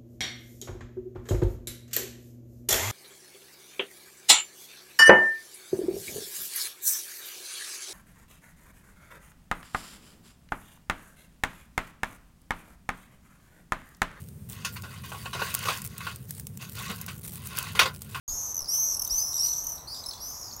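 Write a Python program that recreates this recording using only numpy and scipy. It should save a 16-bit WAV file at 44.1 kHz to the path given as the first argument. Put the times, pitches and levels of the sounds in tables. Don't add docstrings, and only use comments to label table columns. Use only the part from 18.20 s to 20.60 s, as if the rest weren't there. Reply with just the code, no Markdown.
import sys
import numpy as np
from scipy import signal
from scipy.fft import rfft, irfft
from scipy.io import wavfile
from scipy.ndimage import uniform_filter1d

SR = 44100
rng = np.random.default_rng(int(sys.argv[2]) if len(sys.argv) > 2 else 0)


def wav_record(signal):
    frames = np.transpose(np.atleast_2d(signal))
    bounded = np.clip(frames, -1, 1)
    quanta = np.round(bounded * 32767).astype(np.int16)
    wavfile.write(sys.argv[1], SR, quanta)


N = 105840
T = np.arange(N) / SR
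STEADY_AIR = 0.04


def from_db(db):
    return 10 ** (np.asarray(db) / 20)


def coloured(spectrum):
    hz, db = np.transpose(spectrum)
    log_f = np.log(np.maximum(np.arange(N // 2 + 1) * SR / N, 1))
    roll_off = np.exp(-10 * np.maximum(log_f - np.log(hz[-1]), 0))
    gain = from_db(np.interp(log_f, np.log(hz), db)) * roll_off
    noise = irfft(rfft(rng.standard_normal(N)) * gain, N)
    return noise / noise.std()


def drift(rate_hz):
    pole = np.exp(-2 * np.pi * rate_hz / SR)
    noise = signal.lfilter([1], [1, -2 * pole, pole * pole], rng.standard_normal(N // 2))
    return noise[::-1] / noise.std()


def piece(noise, n):
    return noise[int(rng.random() * len(noise) / 2):][:n]


def add(out, start, sound):
    i = max(int(start * SR), 0)
    out[i:i + len(sound)] += sound[:max(N - i, 0)]


def gate(t, length, attack_s, release_s):
    rise = np.sin(np.pi / 2 * np.clip(t / attack_s, 0, 1))
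    fall = np.sin(np.pi / 2 * np.clip((length - t) / release_s, 0, 1))
    return rise * fall


def air_noise():
    # (frequency [Hz], level [dB])
    air_spectrum = [(2500, -26), (4000, -23), (5500, -3.5), (6800, -4), (8000, -6), (9800, -14),
                    (12000, -1.5), (14000, -8.5), (16000, -36)]
    return coloured(air_spectrum)


def syrinx(hz, octave_db, rasp, flutter_rad, air):
    n = len(hz)
    jitter_hz, wander_hz = 27.3, 131
    phase = 2 * np.pi * np.cumsum(hz + jitter_hz * drift(223)[:n]) / SR
    half = phase / 2 + 2 * np.pi * np.cumsum(wander_hz * drift(220)[:n]) / SR
    grain = flutter_rad * drift(230)[:n]
    overtones = np.sin(2 * phase + grain) + from_db(-5) * np.sin(3 * phase + 2 * grain)
    whistle = np.sin(phase) + from_db(octave_db) * overtones
    halves = np.sin(half + phase) + from_db(-3.5) * np.sin(half + 2 * phase) + from_db(-19) * np.sin(half)
    return np.sqrt(2) * (whistle + rasp * halves) + from_db(-10.5) * air


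def screams(hiss):
    # (time [s], pitch [Hz], level [dB], trill depth [0-1])
    calls = [ (274, -12.5, -25, 0.14, -7.5, [(.07, 6620, -34, 0.74), (.14, 6476, -34, 0.71),
             (.23, 6410, -36, .75), (.335, 6040, -37.5, 1)]),
             (270, -9.5, -16, 0.23, -10, [(.08, 4800, -55, 0.6), (.16, 5640, -42.5, 0.5),
             (.21, 5990, -38, 0.83), (.29, 6100, -45, 0.9)]),
             (259, -9, -10, 0.556, -10.5, [(.472, 4660, -47, 0), (.49, 5500, -29, .2),
             (.512, 5750, -30.5, 0.5), (.548, 5990, -25.5, 0.31), (.58, 6128, -29.5, 0.3),
             (.635, 6245, -26, 0.15), (.685, 6190, -33, 1), (.73, 6084, -34, 1), (.765, 5920, -35, 0.94)]),
             (262, -14, -44, 0.54, -19, [(.497, 4610, -41.5, 0), (.52, 5120, -40.5, 0.2),
             (.56, 5540, -35, 0.3), (.63, 5754, -33.5, .15), (.7, 5830, -30, 0.5), (.76, 5520, -37, 0.7)]),
             (248, -13, -10, .68, -19, [(.641, 4450, -59, .1), (.68, 5270, -55, 0.4),
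             (.76, 5600, -56, 0.3)]), (255.5, -12, -14.5, 0.955, -7.5, [(.896, 4670, -37.5, 0.2),
             (.91, 5490, -28, .3), (.937, 5964, -30, 0.25), (.988, 6134, -25, 0.27),
             (1.04, 5945, -33, 0.46), (1.14, 5760, -36, 0.97)]),
             (260, -7, -32, 1.02, -9, [(.979, 4240, -47, .15), (.995, 4950, -38, .15),
             (1.03, 5250, -38, .15), (1.1, 5380, -40, 0.46), (1.17, 5300, -50, 0.5)]),
             (241, -11.5, -10.5, 1.248, -5, [(1.177, 4750, -43, 0.4), (1.197, 5470, -26, 0.4),
             (1.228, 5764, -30, 0.25), (1.252, 5855, -23, 0), (1.275, 5900, -30.5, 0.57),
             (1.318, 5925, -30.5, 0.44), (1.35, 5875, -40, 0.95), (1.385, 5960, -31.5, 0.67),
             (1.42, 5830, -43, 0.7)]), (224.4, -6, -28, 1.48, -4.5, [(1.335, 5970, -45, .9),
             (1.42, 6250, -41.5, 0.86), (1.5, 6030, -42.5, 1), (1.575, 5753, -45, 0.8)]),
             (268.7, -15, -19, 1.72, -9, [(1.671, 4040, -43.5, 0.04), (1.683, 4500, -43.5, 0),
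             (1.7, 4360, -46, 0.4), (1.725, 4800, -38.5, 0.17), (1.77, 4976, -43, 0.7),
             (1.82, 5000, -43, 1)]), (268, -9, -34, 1.8, -1.5, [(1.675, 4670, -45, 0),
             (1.73, 5590, -49.5, 0.6), (1.81, 6140, -53, 1), (1.98, 5930, -54.5, 1)]),
             (285, -16, -36, 2.05, -3.5, [(1.971, 4400, -55.5, 0.8), (2.05, 5186, -47, 0.8),
             (2.19, 5300, -50.5, 1)]), (258, -5.5, -9, 2.1, -12, [(2.001, 5120, -47, 0),
             (2.016, 5710, -41.5, .35), (2.052, 5870, -39.5, 0.37), (2.1, 6180, -40.5, 0.23),
             (2.14, 5840, -46, 0.5), (2.18, 5750, -52, 1)]),
             (281.6, -8, -34, 2.2, -7, [(2.08, 6340, -50, 1), (2.17, 6580, -49, 1),
             (2.36, 6520, -50.5, 1)]), (230, -11, -35, 2.25, -8, [(2.15, 5850, -47, 0.96),
             (2.4, 5580, -54.5, 0.63)])]
    slowing, unevenness = 0.1025, 0.0354
    swing_hz, slip_hz, glide_s = 246, 109, 0.0093
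    pitch_lead_rad, flare_lead_rad = 1.53, 0.98
    rattle_hz, shimmer_db, rasp_width_s = 97.1, 0.88, 0.038
    direct, to_walls = np.zeros((2, N))
    for trill_hz, octave_db, rasp_db, rasp_s, echo_db, course in calls:
        times, *controls = np.transpose(course)
        start, length = times[0], times[-1] - times[0]
        n = int(length * SR)
        t = T[:n]
        progress = t / length
        hz, db, depth = (np.interp(start + t, times, control) for control in controls)
        rate = trill_hz * (1 - slowing * progress + unevenness * drift(40.6)[:n])
        trill = 2 * np.pi * np.cumsum(rate) / SR
        crest = (1 + np.cos(trill)) / 2
        hz = uniform_filter1d(hz, int(glide_s * SR))
        hz += swing_hz * depth * np.cos(trill + pitch_lead_rad)
        hz += slip_hz * depth ** 2 * (1 - crest) * drift(350)[:n]
        pulses = (1 + depth * np.cos(trill)) / np.sqrt(1 + depth ** 2 / 2)
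        rattle_db = 3 * depth * progress * np.cos(2 * np.pi * rattle_hz * t)
        level = from_db(db + rattle_db + shimmer_db * drift(90)[:n])
        rasp = from_db(rasp_db) * crest / (1 + ((start + t - rasp_s) / rasp_width_s) ** 2)
        flare_db = 0.5 * (np.cos(trill + flare_lead_rad) - .5)
        air = piece(hiss, n) * (STEADY_AIR + (1 - STEADY_AIR) * depth)
        voice = syrinx(hz, octave_db + flare_db, rasp, flutter_rad=0.9, air=air)
        call = gate(t, length, attack_s=0.0044, release_s=0.016) * level * pulses * voice
        add(direct, start, call)
        add(to_walls, start, from_db(echo_db) * call)
    return direct, to_walls


def distant_hush():
    # (frequency [Hz], level [dB])
    hush_spectrum = [(15, -43), (25, -1), (70, -0.5), (155, -7), (185, -11.5), (307, -12), (403, -14.5),
                     (479, -12.5), (984, -8), (1150, -10), (1570, -20.5), (2230, -26.5), (2600, -30),
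                     (3380, -40), (5720, -120)]
    hiss_spectrum = [(1500, -21), (2600, -0.5), (4000, 10), (8000, 5.5), (16000, 7.5)]
    return from_db(-50) * coloured(hush_spectrum) + from_db(-60) * coloured(hiss_spectrum)


def street_echo(sound):
    # (delay [s], level [dB])
    reflections = [(.0052, -6.5), (0.0143, -5.5), (.029, -6.5)]
    # (frequency [Hz], level [dB])
    tail_spectrum = [(3000, 0.5), (6000, 0), (12000, -4), (16000, 5.5)]
    t60_s, build_up_s, tail_db = 0.65, 0.0071, -1.5
    response = coloured(tail_spectrum) * from_db(-60 * T / t60_s) * np.clip(T / build_up_s, 0, 1)
    response *= from_db(tail_db) / np.sqrt(np.sum(response ** 2))
    for delay, db in reflections:
        add(response, delay, from_db([db]))
    return signal.fftconvolve(sound, response)[:N]


def pips(hiss):
    # (time [s], length [s], pitch [Hz], glide [Hz], level [dB], octave [dB], rasp [dB])
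    notes = [ (0.09, 0.0068, 4020, -1200, -48, -2, -30), (0.344, 0.0056, 6090, -200, -28.5, -9, -16.5),
             (0.356, 0.0026, 6120, -200, -22, -8, -23), (0.366, 0.0054, 6004, -200, -26.5, -7, -26),
             (0.377, 0.007, 6035, -200, -26.5, -8.5, -19.5), (0.39, 0.0061, 5800, -250, -27.5, -9, -33),
             (0.405, 0.0028, 5500, -300, -26, -6, -11), (0.418, 0.0039, 5470, -300, -30, -6.5, -21),
             (0.427, 0.004, 5330, -600, -33, -8, -33), (0.444, 0.003, 5130, -700, -31, -8, -47),
             (.457, 0.0056, 4750, -700, -39, -15, -24), (0.743, 0.0083, 5560, 9, -28, -7, -15),
             (0.767, 0.0093, 5610, 2, -32.5, -0.5, -12), (.794, 0.0072, 5680, -100, -25.5, -7, -27),
             (0.7954, 0.0074, 6000, 200, -33, -1, -12), (0.817, 0.008, 5510, -100, -30, -1, -12),
             (0.8194, 0.0082, 6126, 204, -29.5, -3, -11), (0.842, 0.0044, 5180, -700, -37, -1, -5),
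             (0.847, 0.0093, 6044, 100, -30.5, -5, -10.5), (0.865, 0.0073, 3860, -1400, -48.5, 2, -25),
             (0.8749, 0.0059, 5980, 110, -28, -5.5, -13), (0.932, 0.0018, 4000, -1200, -34, -12, -18),
             (1.128, 0.012, 3850, -900, -49.5, 7, -7), (1.1415, 0.0064, 5810, 0, -26.5, -10, -20),
             (1.1496, 0.013, 5880, -100, -30, -7.5, -23), (1.164, 0.0087, 5710, -200, -26, -13, -30),
             (1.167, 0.011, 3910, -900, -51.5, 9, -18), (1.177, 0.012, 5710, -200, -30, -11, -18),
             (1.215, 0.0035, 4230, -900, -37, -8, -17), (1.234, 0.005, 5070, -500, -29.5, -12, -30),
             (1.25, 0.0051, 4890, -600, -33, -24, -13), (1.261, 0.0047, 4350, -1100, -35, -7, -5),
             (1.283, 0.0073, 4160, -800, -40.5, 0, -10), (1.315, 0.0039, 4250, -700, -42, -6, -19),
             (1.3349, 0.0023, 3730, -900, -38, 9, -24), (1.335, 0.0048, 5860, 0, -21.5, -26, -35),
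             (1.437, 0.013, 5990, 103, -38.5, -2.5, -6), (1.467, 0.0073, 5913, -3, -26.5, -10, -15.5),
             (1.487, 0.02, 6040, -25, -35, -7.5, -14), (1.519, 0.016, 5880, -2, -39, -5.5, -14),
             (1.554, 0.0069, 5650, -9, -40, -5, -14), (1.578, 0.0076, 4000, -900, -50, -1, -19),
             (1.744, 0.0077, 3840, -700, -44.5, -1.5, -19), (1.763, 0.0064, 3650, -600, -50, 4, -18),
             (1.838, 0.0067, 3964, -600, -40, -3.5, -29), (1.86, .011, 5280, 103, -34, -6.5, -26),
             (1.886, 0.012, 5265, 58, -33, -8.5, -22), (1.909, 0.007, 4220, -1000, -35.5, -17, -17),
             (1.932, 0.0082, 3860, -800, -43, -2.5, -32), (2.197, 0.003, 5300, -300, -39.5, -1, -29),
             (2.212, 0.0068, 5560, -300, -43, -3, -24), (2.227, 0.0085, 5190, -400, -39, -17, -25),
             (2.238, 0.011, 5120, -400, -42.5, -18, -27), (2.251, 0.01, 5190, -500, -44, -10, -23),
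             (2.267, 0.006, 5030, -400, -42, -12, -24), (2.28, 0.0071, 4860, -500, -41.5, -23, -24),
             (2.31, 0.0068, 4590, -500, -41.5, -25, -24), (2.326, 0.0065, 5340, -200, -40, -16, -31),
             (2.336, 0.0037, 6270, 0, -35.5, -8.5, -28), (2.363, 0.0063, 6800, 107, -40.5, -1, -26),
             (2.3935, 0.0084, 6700, 16, -49, 7, -19)]
    near_db = -26
    direct, to_walls = np.zeros((2, N))
    wobble = drift(960)
    for start, length, hz, glide_hz, db, octave_db, rasp_db in notes:
        n = int(length * SR)
        t = T[:n]
        wobble_hz = 76.5 + 0.096 * abs(glide_hz)
        pitch = hz + glide_hz * (t / length - .5) + wobble_hz * piece(wobble, n)
        air = STEADY_AIR * piece(hiss, n)
        voice = syrinx(pitch, octave_db, from_db(rasp_db), flutter_rad=0.14, air=air)
        pip = from_db(db) * gate(t, length, attack_s=.0016, release_s=.0032) * voice
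        echo_db = -8.5 + 0.28 * max(near_db - db, 0)
        add(direct, start, pip)
        add(to_walls, start, from_db(echo_db) * pip)
    return direct, to_walls


def wind_puffs():
    # (time [s], width [s], level [dB])
    puffs = [(0.124, 0.022, -39.5), (.43, 0.022, -52), (0.934, 0.016, -39)]
    # (frequency [Hz], level [dB])
    puff_spectrum = [(15, 4.5), (35, 3.5), (75, -1.5), (130, -21), (400, -63), (2000, -90)]
    gusts = sum(from_db(db) * np.exp(-.5 * ((T - peak) / width) ** 2) for peak, width, db in puffs)
    return gusts * coloured(puff_spectrum)


def scene():
    background = distant_hush() + wind_puffs()
    hiss = air_noise()
    direct, to_walls = np.add(screams(hiss), pips(hiss))
    return (direct + street_echo(to_walls) + background)[None]


def record(dry):
    start_s, rise_s, cutoff_hz = .0785, .001, 15700
    onset = np.clip((T - start_s) / rise_s, 0, 1)
    low_pass = signal.ellip(10, .2, 80, cutoff_hz, fs=SR, output="sos")
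    return signal.sosfilt(low_pass, dry * onset)


dry = scene()
out = record(dry)
wav_record(out)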